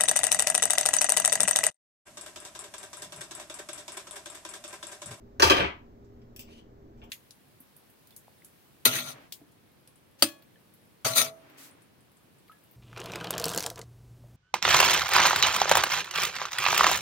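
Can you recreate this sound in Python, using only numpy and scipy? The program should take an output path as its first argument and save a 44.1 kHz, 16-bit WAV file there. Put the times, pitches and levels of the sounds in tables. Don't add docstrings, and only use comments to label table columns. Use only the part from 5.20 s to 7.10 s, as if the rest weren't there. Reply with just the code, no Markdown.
import sys
import numpy as np
from scipy import signal
from scipy.io import wavfile

SR = 44100
rng = np.random.default_rng(int(sys.argv[2]) if len(sys.argv) > 2 else 0)


def how_loud(loudness_db):
    steps = np.asarray(loudness_db, float) / 20
    return 10 ** steps


def file_out(sig):
    cols = np.atleast_2d(sig).T
    lim = np.clip(cols, -1, 1)
    pcm = np.round(lim * 32767).astype(np.int16)
    wavfile.write(sys.argv[1], SR, pcm)


N = 83790
LEFT_LAG_SAMPLES = 21


def evened(x):
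    return x / np.sqrt(np.mean(x ** 2) + 1e-20)


def read(points, hz):
    f, value = np.transpose(points)
    return np.interp(np.log(hz + 1), np.log(f + 1), value)


def add(mix, s, sound):
    part = mix[round(s * SR):][:len(sound)]
    part += sound[:len(part)]


def colour(points):
    hz = abs(np.fft.fftfreq(2048, 1 / SR))
    log_gain = np.log(how_loud(read(points, hz)))
    click = np.fft.ifft(np.exp(np.conj(signal.hilbert(log_gain)))).real[:1024]
    return click / np.linalg.norm(click)


def ring(modes, detune, lift_db=0):
    spread_db, rise_s = 3, .0012
    hz, db, t60_s = np.transpose(modes)[:, :, None]
    t = np.arange(SR // 3) / SR
    level_luck, pitch_luck, phase = rng.standard_normal((3, len(modes), 1))
    waves = np.sin(2 * np.pi * (hz * (1 + detune * pitch_luck) * t + phase))
    decay = how_loud(db + lift_db + spread_db * level_luck - 60 * t / t60_s)
    out = (decay * waves).sum(0) * (1 - np.exp(-t / rise_s))
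    return out / np.sqrt(np.mean(out[:400] ** 2))


def crack(points, decay_s, snap_db=0):
    t = np.arange(SR // 8) / SR
    burst = rng.standard_normal(len(t)) * np.exp(-t / decay_s)
    burst[0] = how_loud(snap_db)
    return signal.fftconvolve(burst, colour(points))[:len(t)]


# f/Hz, level/dB, t60/s
STEEL_MODES = [(1196, 10.5, 0.023), (1571, 3, .04), (1709, -2.5, 0.033), (1942, -9, 0.027),
               (2444, -4, 0.032), (2580, -5.5, .025), (3126, -1, .035), (3332, -6, 0.041),
               (4050.4, -3.5, 0.022), (4603, -15.5, .03), (4963, -3, 0.019), (5662.5, -9, 0.037),
               (6870, -11.5, .02), (7400, -13, .015)]
# f/Hz, level/dB, t60/s
COUNTER_MODES = [(79, -8, 0.17), (125, -11.5, 0.087), (221, -12, 0.093), (339.43, 1.5, 0.041),
                 (453, -1.5, 0.033), (528.7, -2.5, 0.076), (733.7, -5.5, .04), (939.3, 7, .025)]
# f/Hz, level/dB
CRACK_SPECTRUM = [(120, -29), (300, -10), (900, -7.5), (1700, -11.5), (3000, -14.5), (5500, -10.5),
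                  (8000, -22), (10000, -25), (15000, -26), (18000, -32)]
# t/s, steel level/dB, favoured steel f/Hz, counter level/dB, favoured counter f/Hz, crack level/dB
CLACKS = [(.198, -26, 1600, -26, 450, -24), (0.2215, -19, 5300, -27.5, 500, -16),
          (.2243, -19, 1743, -29.5, 700, -24), (.229, -28.5, 1200, -13.5, 900, -21),
          (.238, -23, 2500, -32, 90, -18), (0.2984, -18.5, 3240, -25, 500, -20.5),
          (.304, -21, 1200, -17.5, 380, -26), (0.317, -22.5, 2500, -23.5, 400, -27),
          (0.367, -33.5, 3000, -26.5, 450, -34), (0.404, -27.5, 2340, -34.5, 330, -42)]


def blows():
    steel_db_per_oct, counter_db_per_oct, detune = -12, -9.5, .015
    thud_rise_s, crack_decay_s, snap_db = .0033, .0064, 10.5
    out, t = np.zeros(N), np.arange(SR // 3) / SR
    steel_hz, counter_hz = np.array(STEEL_MODES)[:, :1], np.array(COUNTER_MODES)[:, :1]
    for s, steel_db, high_hz, counter_db, low_hz, crack_db in CLACKS:
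        steel = ring(STEEL_MODES, detune, steel_db_per_oct * abs(np.log2(steel_hz / high_hz)))
        counter = ring(COUNTER_MODES, detune, counter_db_per_oct * abs(np.log2(counter_hz / low_hz)))
        thud = counter * (1 - np.exp(-t / thud_rise_s))
        add(out, s, how_loud(steel_db) * steel + how_loud(counter_db) * thud)
        add(out, s, how_loud(crack_db) * crack(CRACK_SPECTRUM, crack_decay_s, snap_db))
    return out


# f/Hz, level/dB
KNOCK_SPECTRUM = [(120, -41), (200, -12.5), (458, -1), (715, -7), (1230, -4), (1400, -10), (2600, -2.5),
                  (9000, -45), (11700, -68.5), (19800, -120)]
# t/s, level before trim/dB, counter re level/dB, treble re level/dB
CLATTER = [(.199, -27.5, -7.5, -13.5), (.219, -30, -5, -13), (.232, -22.5, -6.5, -8.5),
           (.27, -25, -7.5, -5.5), (.293, -22.5, -8.5, -15.5), (.31, -19, -6, -20.5),
           (.345, -28.5, -9.5, -17.5), (.38, -24.5, -6.5, -24), (.42, -28, 0, -28.5),
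           (.445, -29.5, -3.5, -46), (0.479, -39, -6.5, -38), (0.531, -51.5, -2, -40.5)]


def rattle():
    knocks_per_s, size_spread_db, trim_db, steel_re_db, detune = 1200, 3, -4.5, -16, .08
    s, db, counter_re_db, treble_re_db = np.transpose(CLATTER)
    t, out = np.arange(N) / SR, np.zeros(N)
    on = (t > s[0]) & (t < s[-1])
    size = how_loud(size_spread_db * np.minimum(rng.exponential(1, N), 4))
    hit = rng.random(N) < knocks_per_s / SR
    knocks = evened(size * hit * rng.choice([-1, 1], N)) * on
    kind = rng.integers(0, 8, N)
    steel = [ring(STEEL_MODES, detune) for _ in range(8)]
    counter = [ring(COUNTER_MODES, detune) for _ in range(8)]
    click = [colour(KNOCK_SPECTRUM)] * 8
    highpass = signal.butter(2, 6000, "high", fs=SR)
    treble = [signal.lfilter(*highpass, colour(CRACK_SPECTRUM))] * 8
    layers = (steel_re_db, steel), (0, click), (counter_re_db, counter), (treble_re_db, treble)
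    for re_db, variants in layers:
        drive = knocks * how_loud(np.interp(t, s, db + re_db) + trim_db)
        for k, sound in enumerate(variants):
            out += signal.fftconvolve(drive * (kind == k), sound / np.linalg.norm(sound))[:N]
    return out


# f/Hz, level/dB
TICK_SPECTRUM = [(300, -15), (800, 7), (1480, -4.5), (2000, -10), (2400, 0), (3100, -0.5), (3970, -13.5),
                 (5500, -0.5), (6500, -10.5), (7600, -3), (8870, -20), (12000, -6.5), (15000, -3),
                 (18000, -4)]
# t/s, level/dB, low edge f/Hz, high edge f/Hz, decay/s, snap level/dB
TOUCHES = [(.845, -73.5, 3498, 8000, .01, 6), (1.017, -70, 1800, 5946, 0.0054, 5),
           (1.163, -45, 2200, 17900, .002, 11.5), (1.193, -42.5, 2185, 17730, 0.00456, 15),
           (1.205, -45.5, 4500, 18000, .004, -2), (1.221, -56.5, 2353, 8154, 0.0032, 5),
           (1.283, -60.5, 400, 2460, .006, 3), (1.774, -74.5, 1500, 9053, 0.042, -2.5),
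           (1.817, -56.5, 1493, 3850, .012, -0.5), (1.824, -57.5, 650, 2980, 0.018, -0.5),
           (1.838, -62.5, 4829, 17880, 0.0053, 3.5)]


def ticks():
    out = np.zeros(N)
    for s, db, low_hz, high_hz, decay_s, snap_db in TOUCHES:
        band = signal.butter(3, [low_hz, high_hz], "band", fs=SR, output="sos")
        tick = signal.sosfilt(band, crack(TICK_SPECTRUM, decay_s, snap_db))
        add(out, s, how_loud(db) * tick / np.sqrt(np.mean(tick[:200] ** 2)))
    return out


def bump():
    level_db, hz, t60_s = -57, 143, .01
    out, t = np.zeros(N), np.arange(SR // 3) / SR
    add(out, 0, how_loud(level_db - 60 * t / t60_s) * np.sin(2 * np.pi * hz * t))
    return out


# f/Hz, level/dB
HISS_SPECTRUM = [(590, -38.5), (1000, -9.5), (1440, -12.5), (1490, -12.5), (3350, -4.5), (15000, -24.5),
                 (16500, -29)]
# t/s, level/dB, resonance f/Hz
SCRAPE_PATH = [(1.27, -74.5, 2790), (1.326, -65.5, 2793), (1.348, -70.5, 3010), (1.39, -66, 3100),
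               (1.44, -113.5, 3094)]


def scrape():
    pole_width_hz, hiss_re_tone_db, slips_per_s = 500, 1.5, 3800
    s, db, hz = np.transpose(SCRAPE_PATH)
    t = np.arange(N) / SR
    slips = rng.standard_normal(N) * (.15 + (rng.random(N) < slips_per_s / SR))
    turn = np.exp(2j * np.pi * np.cumsum(np.interp(t, s, hz)) / SR)
    r = np.exp(-np.pi * pole_width_hz / SR)
    once = signal.lfilter([1 - r], [1, -r], slips / turn)
    twice = signal.lfilter([1 - r], [1, -r], once)
    tone = (turn * twice).real
    hiss = signal.fftconvolve(slips, colour(HISS_SPECTRUM))[:N]
    level = how_loud(np.interp(t, s, db, -120, -120))
    return level * (evened(tone) + how_loud(hiss_re_tone_db) * evened(hiss))


def paired(z, same):
    same = np.clip(same, -1, 1)[:, None]
    return np.array([z[0], same * z[0] + np.sqrt(1 - same ** 2) * z[1]])


# f/Hz, t60/s
ROOM_DECAY = [(80, .3), (300, 0.17), (1000, 0.35), (2500, 0.27), (5000, 0.24), (10000, 0.14), (16000, .17)]
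# f/Hz, likeness/1
ROOM_LIKENESS = [(100, .99), (250, .7), (500, .25), (1000, .2), (2000, 0), (4000, 0)]


def reflections():
    early_db, early_t60_s = 6.5, .034
    taps = np.zeros((2, SR))
    slots = np.arange(100, SR - 20, 20)
    at = slots + rng.integers(0, 20, (2, len(slots)))
    np.put_along_axis(taps, at, rng.choice([-1., 1.], at.shape), 1)
    hz, t, z = signal.stft(taps, SR, nperseg=256)
    late = how_loud(-60 * t / read(ROOM_DECAY, hz)[:, None])
    early = how_loud(early_db - 60 * t / early_t60_s)
    z = paired(z, read(ROOM_LIKENESS, hz)) * (late + early)
    z = z / np.linalg.norm(z, axis=2, keepdims=True)
    tail = signal.istft(z, SR, nperseg=256)[1]
    return np.array([np.roll(tail[0], LEFT_LAG_SAMPLES), tail[1]]) / np.linalg.norm(tail[0])


def room(near):
    level_db, low_edge_hz, turn_s = 1, 160, .09
    sent = signal.lfilter(*signal.butter(2, low_edge_hz, "high", fs=SR), near)
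    turn = np.pi * np.arange(N) / SR / turn_s
    out = np.zeros((2, N))
    for k in range(3):
        share = np.sqrt(2 / 3) * abs(np.cos(turn + k * np.pi / 3))
        out += signal.fftconvolve((sent * share)[None], reflections(), axes=1)[:, :N]
    return how_loud(level_db) * out


def slow(hz):
    t = np.arange(N) / SR
    rates_hz = hz * np.geomspace(.1, 1, num=12)
    return evened(sum(np.sin(2 * np.pi * (f * t + rng.random())) / np.sqrt(f) for f in rates_hz))


# f/Hz, level/dB
HUM_TONES = [(118, -62), (236, -62), (320, -70), (402, -64.5)]


def hum():
    waver_db, waver_hz = 2.5, 2.8
    out = np.zeros(N)
    for hz, db in HUM_TONES:
        cycles = rng.random() + np.cumsum(hz + waver_hz * slow(11)) / SR
        out += how_loud(db + waver_db * slow(12)) * np.sqrt(2) * np.sin(2 * np.pi * cycles)
    return out


# f/Hz, relative level/dB
AIR_SPECTRUM = [(20, -5), (70, -3.5), (121, -11.5), (170, -14), (244, -8.5), (404, -13), (535, -16.5),
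                (1110, -28), (1800, -34.5), (2600, -41.5), (6000, -46), (7500, -49), (9500, -64),
                (12000, -49.5), (16500, -48.5)]
# f/Hz, likeness/1
AIR_LIKENESS = [(30, 0.957), (150, 0.93), (400, .7), (1000, .55), (3000, 0.12), (12000, 0.14)]


def air():
    level_db = -53.5
    hz, _, z = signal.stft(rng.standard_normal((2, N + SR)), SR, nperseg=2048)
    z = paired(z, read(AIR_LIKENESS, hz)) * how_loud(read(AIR_SPECTRUM, hz))[:, None]
    left, right = signal.istft(z, SR, nperseg=2048)[1][:, SR // 2:]
    noise = np.array([left[:N], right[LEFT_LAG_SAMPLES:N + LEFT_LAG_SAMPLES]])
    return how_loud(level_db) * evened(noise)


def scene():
    left_db = .67
    near = blows() + rattle() + ticks() + bump() + scrape()
    direct = np.array([np.roll(near, LEFT_LAG_SAMPLES // 2), np.roll(near, -LEFT_LAG_SAMPLES // 2)])
    balance = how_loud(np.array([[left_db], [-left_db]]))
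    return (direct + room(near)) * balance + air() + hum()


def top_cut(x):
    return signal.sosfilt(signal.butter(12, 16860, fs=SR, output="sos"), x)


def record(dry):
    edge_hz, shelf_db = 15750, -21.5
    lowpass = signal.firwin(511, edge_hz, window=("kaiser", 7), fs=SR)
    low = signal.oaconvolve(dry, lowpass[None], "same")
    mix = low + how_loud(shelf_db) * (dry - low)
    return top_cut(mix)


dry = scene()
out = record(dry)
file_out(out)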